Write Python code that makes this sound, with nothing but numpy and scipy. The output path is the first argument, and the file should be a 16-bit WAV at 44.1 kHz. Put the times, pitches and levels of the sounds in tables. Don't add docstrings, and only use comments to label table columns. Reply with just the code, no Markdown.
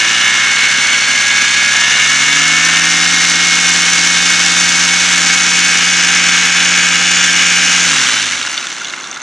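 import sys
import numpy as np
from scipy import signal
from scipy.fft import rfft, irfft, next_fast_len
from scipy.io import wavfile
from scipy.ndimage import uniform_filter1d

SR = 44100
rng = np.random.default_rng(int(sys.argv[2]) if len(sys.argv) > 2 else 0)


def log_audio(samples):
    frames = np.atleast_2d(samples).T
    limited = np.clip(frames, -1, 1)
    pcm = np.round(limited * 32767).astype(np.int16)
    wavfile.write(sys.argv[1], SR, pcm)


N = 406591
TIME_S = np.arange(N) / SR

GEAR, BLADES = 3.6, 2
PART_HZ, FULL_HZ, CUT_S = 118, 157, 7.85
START_HZ, SPIN_UP_S, CREEP_S, CREEP_SHARE = 109.35, 0.326, 1.68, 0.172
BRAKE_HZ_PER_S, FRICTION_HZ = 233, 49.1
PULL_HZ_PER_S, VALLEY_DB = 13, -52
PUMP_FALL_DB = 13
ROAR_KNEE_HZ, ROAR_FALL_DB = 114, 15
HISS_KNEE_HZ, HISS_FALL_DB = 127.2, 14
GEAR_KNEE_HZ, GEAR_FALL_DB = 132, 26
PUTTER_DEPTH = .15
TOP_HZ = 11900

# (time [s], crank speed eventually gained [Hz])
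THROTTLE_PUSHES = [(0, 5.89), (0.206, 3.69), (1.329, 1.7), (1.785, 11.06), (1.981, 16.36), (2.199, 10.82)]
# (time [s], turn [0-1])
ENGINE_HEADING = [(4.4, 0), (5.4, 0.35), (6.7, 1)]
# (order [x firing rate], part throttle [dB], full throttle [dB],
# full throttle once turned [dB])
FIRING_ORDERS = [(1, -2, 4, 4), (2, 3, -5, -7), (3, -3, 6, 6), (4, 3, 2, -1), (5, 7, 0, 1), (6, -6, 0, -8),
                 (7, 4, 0, -2), (8, -5, -3, -4), (9, -7, -7, -1), (10, 2, 1, 6), (11, -8, -10, -6),
                 (12, 7, 0, 1), (13, 2, -4, 4), (14, 1, -3, -6), (15, -9, -1, 14), (16, -4, -2, 3),
                 (17, 4, -1, 3), (18, 1, -7, 0), (19, 0, -1, 10), (20, -3, -3, 1), (21, 4, 6, 6),
                 (22, -5, -4, 1), (23, 0, 2, -7), (24, -10, -1, -5), (25, -4, 7, 1), (26, 2, 8, -2),
                 (28, -1, 14, 6), (29, -3, 13, 14), (31, -4, 6, 0), (33, -12, 4, 5), (35, 6, 6, 7),
                 (37, 17, 3, -3), (39, 5, -2, -2), (40, 3, 5, 2), (42, -3, -2, 10), (44, -7, 0, 7),
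                 (52, -3, 4, 1)]
# (centre [Hz], width [Hz], gain [dB])
EXHAUST_MODES = [(296, 66, -37), (750, 100, -42.5), (1010, 180, -38), (1290, 150, -33.5), (1490, 110, -36),
                 (1750, 235, -25.2), (2195, 205, -26), (2540, 120, -30), (2845, 190, -30.5),
                 (3130, 110, -35), (3620, 520, -35), (5200, 700, -42), (6400, 1100, -42)]
# (order [x blade rate], part throttle [dB], full throttle [dB])
BLADE_ORDERS = [(1, -54, -42.5), (2, -42, -30.5), (3.02, -42, -38.5), (3.98, -46.5, -48.5), (5, -56, -54.5),
                (6, -79, -47.5), (8, -67, -47.5), (12.1, -54, -47.5), (16.1, -59, -34.5), (22.1, -49, -43)]
# (frequency [Hz], relative density [dB per Hz])
ROAR_SPECTRUM = [(30, -46), (90, -53), (160, -18.5), (250, -6), (330, -12.5), (420, -12.5), (650, -12),
                 (850, -9.5), (1350, 0.5), (2200, 0.5), (3200, -1), (4300, -3.5), (5500, -46), (9000, -65)]
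# (frequency [Hz], relative density [dB per Hz])
HISS_SPECTRUM = [(2500, -33), (4300, -4), (5100, -1.5), (6500, -0.5), (7500, -4), (8800, -13.5),
                 (10000, -16.5), (11200, -24.5), (12300, -101)]
# (time [s], relative level [dB])
HISS_LEVEL = [(0.1, -15), (0.55, -16.5), (2.8, -16), (4.75, -14.5), (6.73, -17), (7.8, -15.5)]
# (frequency [Hz], relative density [dB per Hz])
GROWL_SPECTRUM = [(100, -37), (240, 3), (420, -26), (800, -13), (1400, 1), (3000, 3), (6000, -24),
                  (9000, -22)]
# (time [s], relative peak [dB], favoured pitch [Hz])
DRIVE_KNOCKS = [(8.3126, -12, 3900), (8.351, -17, 2040), (8.428, -4.5, 3800), (8.4716, -6, 3670),
                (8.5778, 1, 3700), (8.586, -9, 3700), (8.6278, -11.5, 3300), (8.6692, -5, 3350),
                (8.7062, -10, 2900), (8.7276, -9, 6500), (8.7486, -18, 2260), (8.778, -14, 2690),
                (8.8463, -7, 3950), (8.854, -9, 3500), (8.8833, -10, 5730), (8.8982, -12, 4000),
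                (8.9365, -8, 2200), (8.9905, -14.5, 2680), (9.0414, -12, 3610), (9.0718, -14, 4700),
                (9.1135, -9, 6250), (9.128, -14, 2400), (9.144, -15, 6200), (9.1611, -14, 3720)]
# (nominal frequency [Hz], relative level [dB], t60 [s])
CASING_MODES = [(1400, 6.5, 0.034), (2116, -3, 0.033), (2700, -7, 0.031), (3570, -1.5, 0.019),
                (4130, 3, 0.01), (6120, 2.5, 0.012), (6660, 2, .012)]
# (frequency [Hz], relative density [dB per Hz])
WASH_SPECTRUM = [(15, -13), (40, -6), (85, 3), (170, -6), (400, -16), (2000, -80)]
# (frequency [Hz], relative density [dB per Hz])
FIELD_SPECTRUM = [(30, -36), (90, -20), (160, -6.5), (250, -2), (340, -2), (450, -6.5), (620, -5),
                  (900, -1.5), (1400, 2.5), (3000, -19), (9000, -52)]
# (frequency [Hz], side minus mid [dB])
STEREO_WIDTH = [(60, -46), (300, -55), (600, -61), (1140, -99), (2050, -27.5), (3700, -16.5), (5500, -17),
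                (7000, -10.5), (8500, -2), (10000, 2.5), (12000, -10)]
# (time [s], left gain minus right gain [dB])
STEREO_PAN = [(0, -.7), (1.3, -.6), (2.2, 0), (7.8, 0), (8.2, -.8), (9.3, -.7)]
# (centre [Hz], width [Hz], gain [dB])
HOUSING_MODES = [(300, 15, 0.5), (837, 34, 3.5), (1356, 88, 1), (1664, 213, 5), (2208, 162, 6.5),
                 (2855, 303, 6), (3560, 470, 4), (5960, 940, 4)]


def amp(db):
    return 10 ** (np.asarray(db) / 20)


def unit(x):
    return x / np.sqrt(np.mean(x ** 2) + 1e-20)


def along(points, hz):
    f, v = np.transpose(points)
    return np.interp(np.log(hz + 1), np.log(f + 1), v)


def curve(rows):
    return np.interp(TIME_S, *np.transpose(rows))


def wobble(rate_hz):
    knots = rng.standard_normal(int(N * rate_hz / SR) + 4)
    fine = signal.resample_poly(knots, 8, 1)
    return np.interp(TIME_S * rate_hz * 8, np.arange(len(fine)), fine)


def filtered(x, response):
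    m = next_fast_len(N + SR // 4)
    return irfft(rfft(x, m) * response(np.fft.rfftfreq(m, 1 / SR)), m)[..., :N]


def shaped(x, spectrum):
    return unit(filtered(x, lambda hz: amp(along(spectrum, hz))))


def noise(spectrum):
    return shaped(rng.standard_normal(N), spectrum)


def tone(turns):
    part = (turns - np.floor(turns)).astype(np.float32)
    return 2 ** .5 * np.sin(2 * np.pi * (part + rng.random()))


def ignition_on(t, fade_s):
    return np.clip((CUT_S - t) / fade_s + .5, 0, 1)


def slowing_db(speed_hz, knee_hz, fall_db):
    return fall_db * np.log2(np.minimum(speed_hz / knee_hz, 1))


def shaft_speed():
    driven = np.full(N, START_HZ)
    for push_s, gain_hz in THROTTLE_PUSHES:
        age_s = np.maximum(TIME_S - push_s, 0)
        fast_lag = (1 - CREEP_SHARE) * np.exp(-age_s / SPIN_UP_S)
        creep_lag = CREEP_SHARE * np.exp(-age_s / CREEP_S)
        driven += gain_hz * (1 - fast_lag - creep_lag)
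    top_hz = driven[round(CUT_S * SR)]
    drag = BRAKE_HZ_PER_S / (top_hz ** 2 + FRICTION_HZ ** 2)
    angle = np.arctan(top_hz / FRICTION_HZ) - drag * FRICTION_HZ * np.maximum(TIME_S - CUT_S, 0)
    coasting = FRICTION_HZ * np.tan(angle)
    return np.where(TIME_S < CUT_S, driven, np.maximum(coasting, 1))


def exhaust(hz):
    peaks = sum(amp(db) / (1 + (2 * (hz - centre) / width) ** 4) for centre, width, db in EXHAUST_MODES)
    return amp(VALLEY_DB) + peaks


def chop(blade, depth, count=3):
    return 1 + depth * sum(tone(k * blade) / k ** .5 for k in range(1, count + 1))


def engine(crank, blade, speed_hz, throttle, level_db, chop_depth, low_chop_depth, waver_db, pump_db,
           count=52, size=6):
    t = np.linspace(0, TIME_S[-1], 400)
    heading = np.interp(t, *np.transpose(ENGINE_HEADING))
    gas = np.interp(t, TIME_S, throttle)
    rate_hz = np.interp(t, TIME_S, speed_hz)
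    orders, *columns = np.transpose(FIRING_ORDERS)
    effort = np.clip(np.gradient(rate_hz, t) / PULL_HZ_PER_S, 0, 1) ** 2
    pull = uniform_filter1d(effort, size=7)
    ignition = ignition_on(t, 0.052)
    pumping = amp(pump_db + slowing_db(rate_hz, FULL_HZ, PUMP_FALL_DB))
    buzz = np.zeros(N)
    for first in range(1, count, size):
        group = np.zeros(N)
        for k in range(first, first + size):
            part, full, turned = [amp(np.interp(k, orders, c)) for c in columns]
            open_drive = full + heading * (turned - full)
            held = part + gas * (open_drive - part)
            strength = (held + pull * (1 - held)) * exhaust(k * rate_hz)
            strength = strength * (ignition + (1 - ignition) * pumping / (1 + (k / 4) ** 4))
            drift = unit(uniform_filter1d(rng.standard_normal(len(t)), size=6))
            group += np.interp(TIME_S, t, strength * amp(waver_db * drift)) * tone(k * crank)
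        buzz += group * chop(blade, low_chop_depth if first == 1 else chop_depth)
    return amp(level_db + 0.51 * wobble(25)) * buzz


def hum(blade, speed_hz, throttle, fall_db, count=22):
    coasting_db = -fall_db * np.log2(np.minimum(speed_hz / PART_HZ, 1)) ** 2
    orders, part_db, full_db = np.transpose(BLADE_ORDERS)
    slow, fast = np.zeros((2, N), np.float32)
    for k in range(1, count + 1):
        line = tone(k * blade)
        slow += float(amp(np.interp(k, orders, part_db))) * line
        fast += float(amp(np.interp(k, orders, full_db))) * line
    lines = amp(coasting_db + 0.55 * wobble(7.3)) * (slow + throttle * (fast - slow))
    return filtered(lines, lambda hz: 1 - 1 / (1 + (hz / 68) ** 8))


def rush(crank, blade, speed_hz, fade_db, roar_db, hiss_db, coast_db, flutter_db, throb, calm=0.23):
    running = ignition_on(TIME_S, 0.075)
    beat = 1 + running * throb * (tone(crank) + tone(2 * crank) + tone(3 * crank) + tone(2 * blade))
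    beat = beat + running * .08 * tone(100 * TIME_S + .1 * wobble(3))
    beat = beat + (1 - running) * PUTTER_DEPTH * (tone(crank) + tone(2 * crank))
    stir = calm + (1 - calm) * running
    shared_db = flutter_db * (wobble(240) + 0.68 * stir * wobble(70))
    roar_flutter = unit(beat * amp(shared_db + 1.24 * stir * wobble(120)))
    hiss_flutter = unit(beat * amp(shared_db + 0.93 * running * tone(blade) + 0.6 * wobble(260)))
    roar_level_db = fade_db + roar_db + coast_db * (1 - running)
    hiss_level_db = curve(HISS_LEVEL) + slowing_db(speed_hz, HISS_KNEE_HZ, HISS_FALL_DB)
    hiss_level_db = hiss_level_db + hiss_db + 1.1 * (0.5 - running)
    roar = amp(roar_level_db) * noise(ROAR_SPECTRUM) * roar_flutter
    hiss = amp(hiss_level_db) * noise(HISS_SPECTRUM) * hiss_flutter
    return roar + hiss


def gears(crank, fade_db, level_db, count=9, size=1024):
    errors = signal.resample(rng.standard_normal(size), size * 8)
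    grind = np.interp(crank / count % 1, np.arange(len(errors)) / len(errors), errors)
    return amp(level_db + fade_db) * shaped(grind, GROWL_SPECTRUM)


def casing_blow(t, centre_hz, crack, favour_db):
    ring = np.zeros(len(t))
    for hz, level_db, t60_s in CASING_MODES:
        mode_db = level_db - favour_db * abs(np.log2(hz / centre_hz)) + rng.normal(0, 3.4)
        turns = hz * rng.normal(1, 0.04) * t + rng.random()
        ring += amp(mode_db - 60 * t / t60_s) * np.sin(2 * np.pi * turns)
    return ring + crack * amp(-60 * t / 0.01) * rng.standard_normal(len(t))


def rattle(fade_db, knock_db, chatter_db, crack, favour_db=10, chatter_per_s=55):
    t = np.arange(SR // 25) / SR
    coast_s = TIME_S[-1] - CUT_S
    draws = rng.random((round(chatter_per_s * coast_s), 3))
    times_s = CUT_S + draws[:, 0] * coast_s
    levels_db = chatter_db + 0.24 * np.interp(times_s, TIME_S, fade_db) - 7 * draws[:, 1]
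    chatter = zip(times_s, levels_db, 1300 * 9.3 ** draws[:, 2])
    knocks = [(s, db + knock_db, hz) for s, db, hz in DRIVE_KNOCKS]
    bright = signal.butter(2, [1200, 7500], "bandpass", fs=SR, output="sos")
    out = np.zeros(N + SR)
    for start_s, peak_db, centre_hz in knocks + list(chatter):
        blow = signal.sosfilt(bright, casing_blow(t, centre_hz, crack, favour_db))
        out[round(start_s * SR):][:len(t)] += amp(peak_db) * blow / np.abs(blow).max()
    return out[:N]


def wash(throttle, level_db, gust_db):
    running = np.maximum(ignition_on(TIME_S, .2), .15)
    lumps = unit(amp(gust_db * np.tanh(wobble(6.6) + wobble(17))))
    return amp(level_db + 12 * (throttle - 1)) * running * lumps * noise(WASH_SPECTRUM)


def field(level_db, rise_db):
    return amp(level_db + rise_db * (1 - ignition_on(TIME_S, .2))) * noise(FIELD_SPECTRUM)


def stereo(mid):
    side = filtered(mid, lambda hz: 1j * amp(along(STEREO_WIDTH, hz))) * unit(0.94 + wobble(140))
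    pan_db = curve(STEREO_PAN)
    return np.array([mid + side, mid - side]) * amp([pan_db / 2, -pan_db / 2])


def scene():
    speed_hz = shaft_speed()
    crank = np.cumsum(speed_hz * (1 + .0004 * wobble(10))) / SR + 0.00087 * wobble(70)
    blade = crank * BLADES / GEAR
    throttle = np.clip((speed_hz - PART_HZ) / (FULL_HZ - PART_HZ), 0, 1)
    fade_db = slowing_db(speed_hz, ROAR_KNEE_HZ, ROAR_FALL_DB)
    gear_fade_db = slowing_db(speed_hz, GEAR_KNEE_HZ, GEAR_FALL_DB)
    mid = engine(crank, blade, speed_hz, throttle, level_db=0.5, chop_depth=0.19, low_chop_depth=0.18,
                 waver_db=1.33, pump_db=3)
    mid = mid + hum(blade, speed_hz, throttle, fall_db=33)
    mid = mid + rush(crank, blade, speed_hz, fade_db, roar_db=-19.5, hiss_db=-2.0, coast_db=2.54,
                     flutter_db=1.0, throb=0.057)
    mid = mid + gears(crank, gear_fade_db, level_db=-24.5)
    mid = mid + rattle(fade_db, knock_db=-4, chatter_db=-13, crack=0.17)
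    mid = mid + wash(throttle, level_db=-55, gust_db=13)
    mid = mid + field(level_db=-40.0, rise_db=6.0)
    return stereo(mid)


def housing(f):
    response = 1
    for hz, width_hz, db in HOUSING_MODES:
        damping = 1j * f * width_hz
        response = response + (amp(db) - 1) * damping / (hz * hz - f * f + damping)
    return response


def record(dry):
    x = filtered(dry, housing)
    x = x / (1 + np.abs(x / .97) ** 8) ** (1 / 8)
    return filtered(x, lambda hz: hz < TOP_HZ)


dry = scene()
out = record(dry)
log_audio(out)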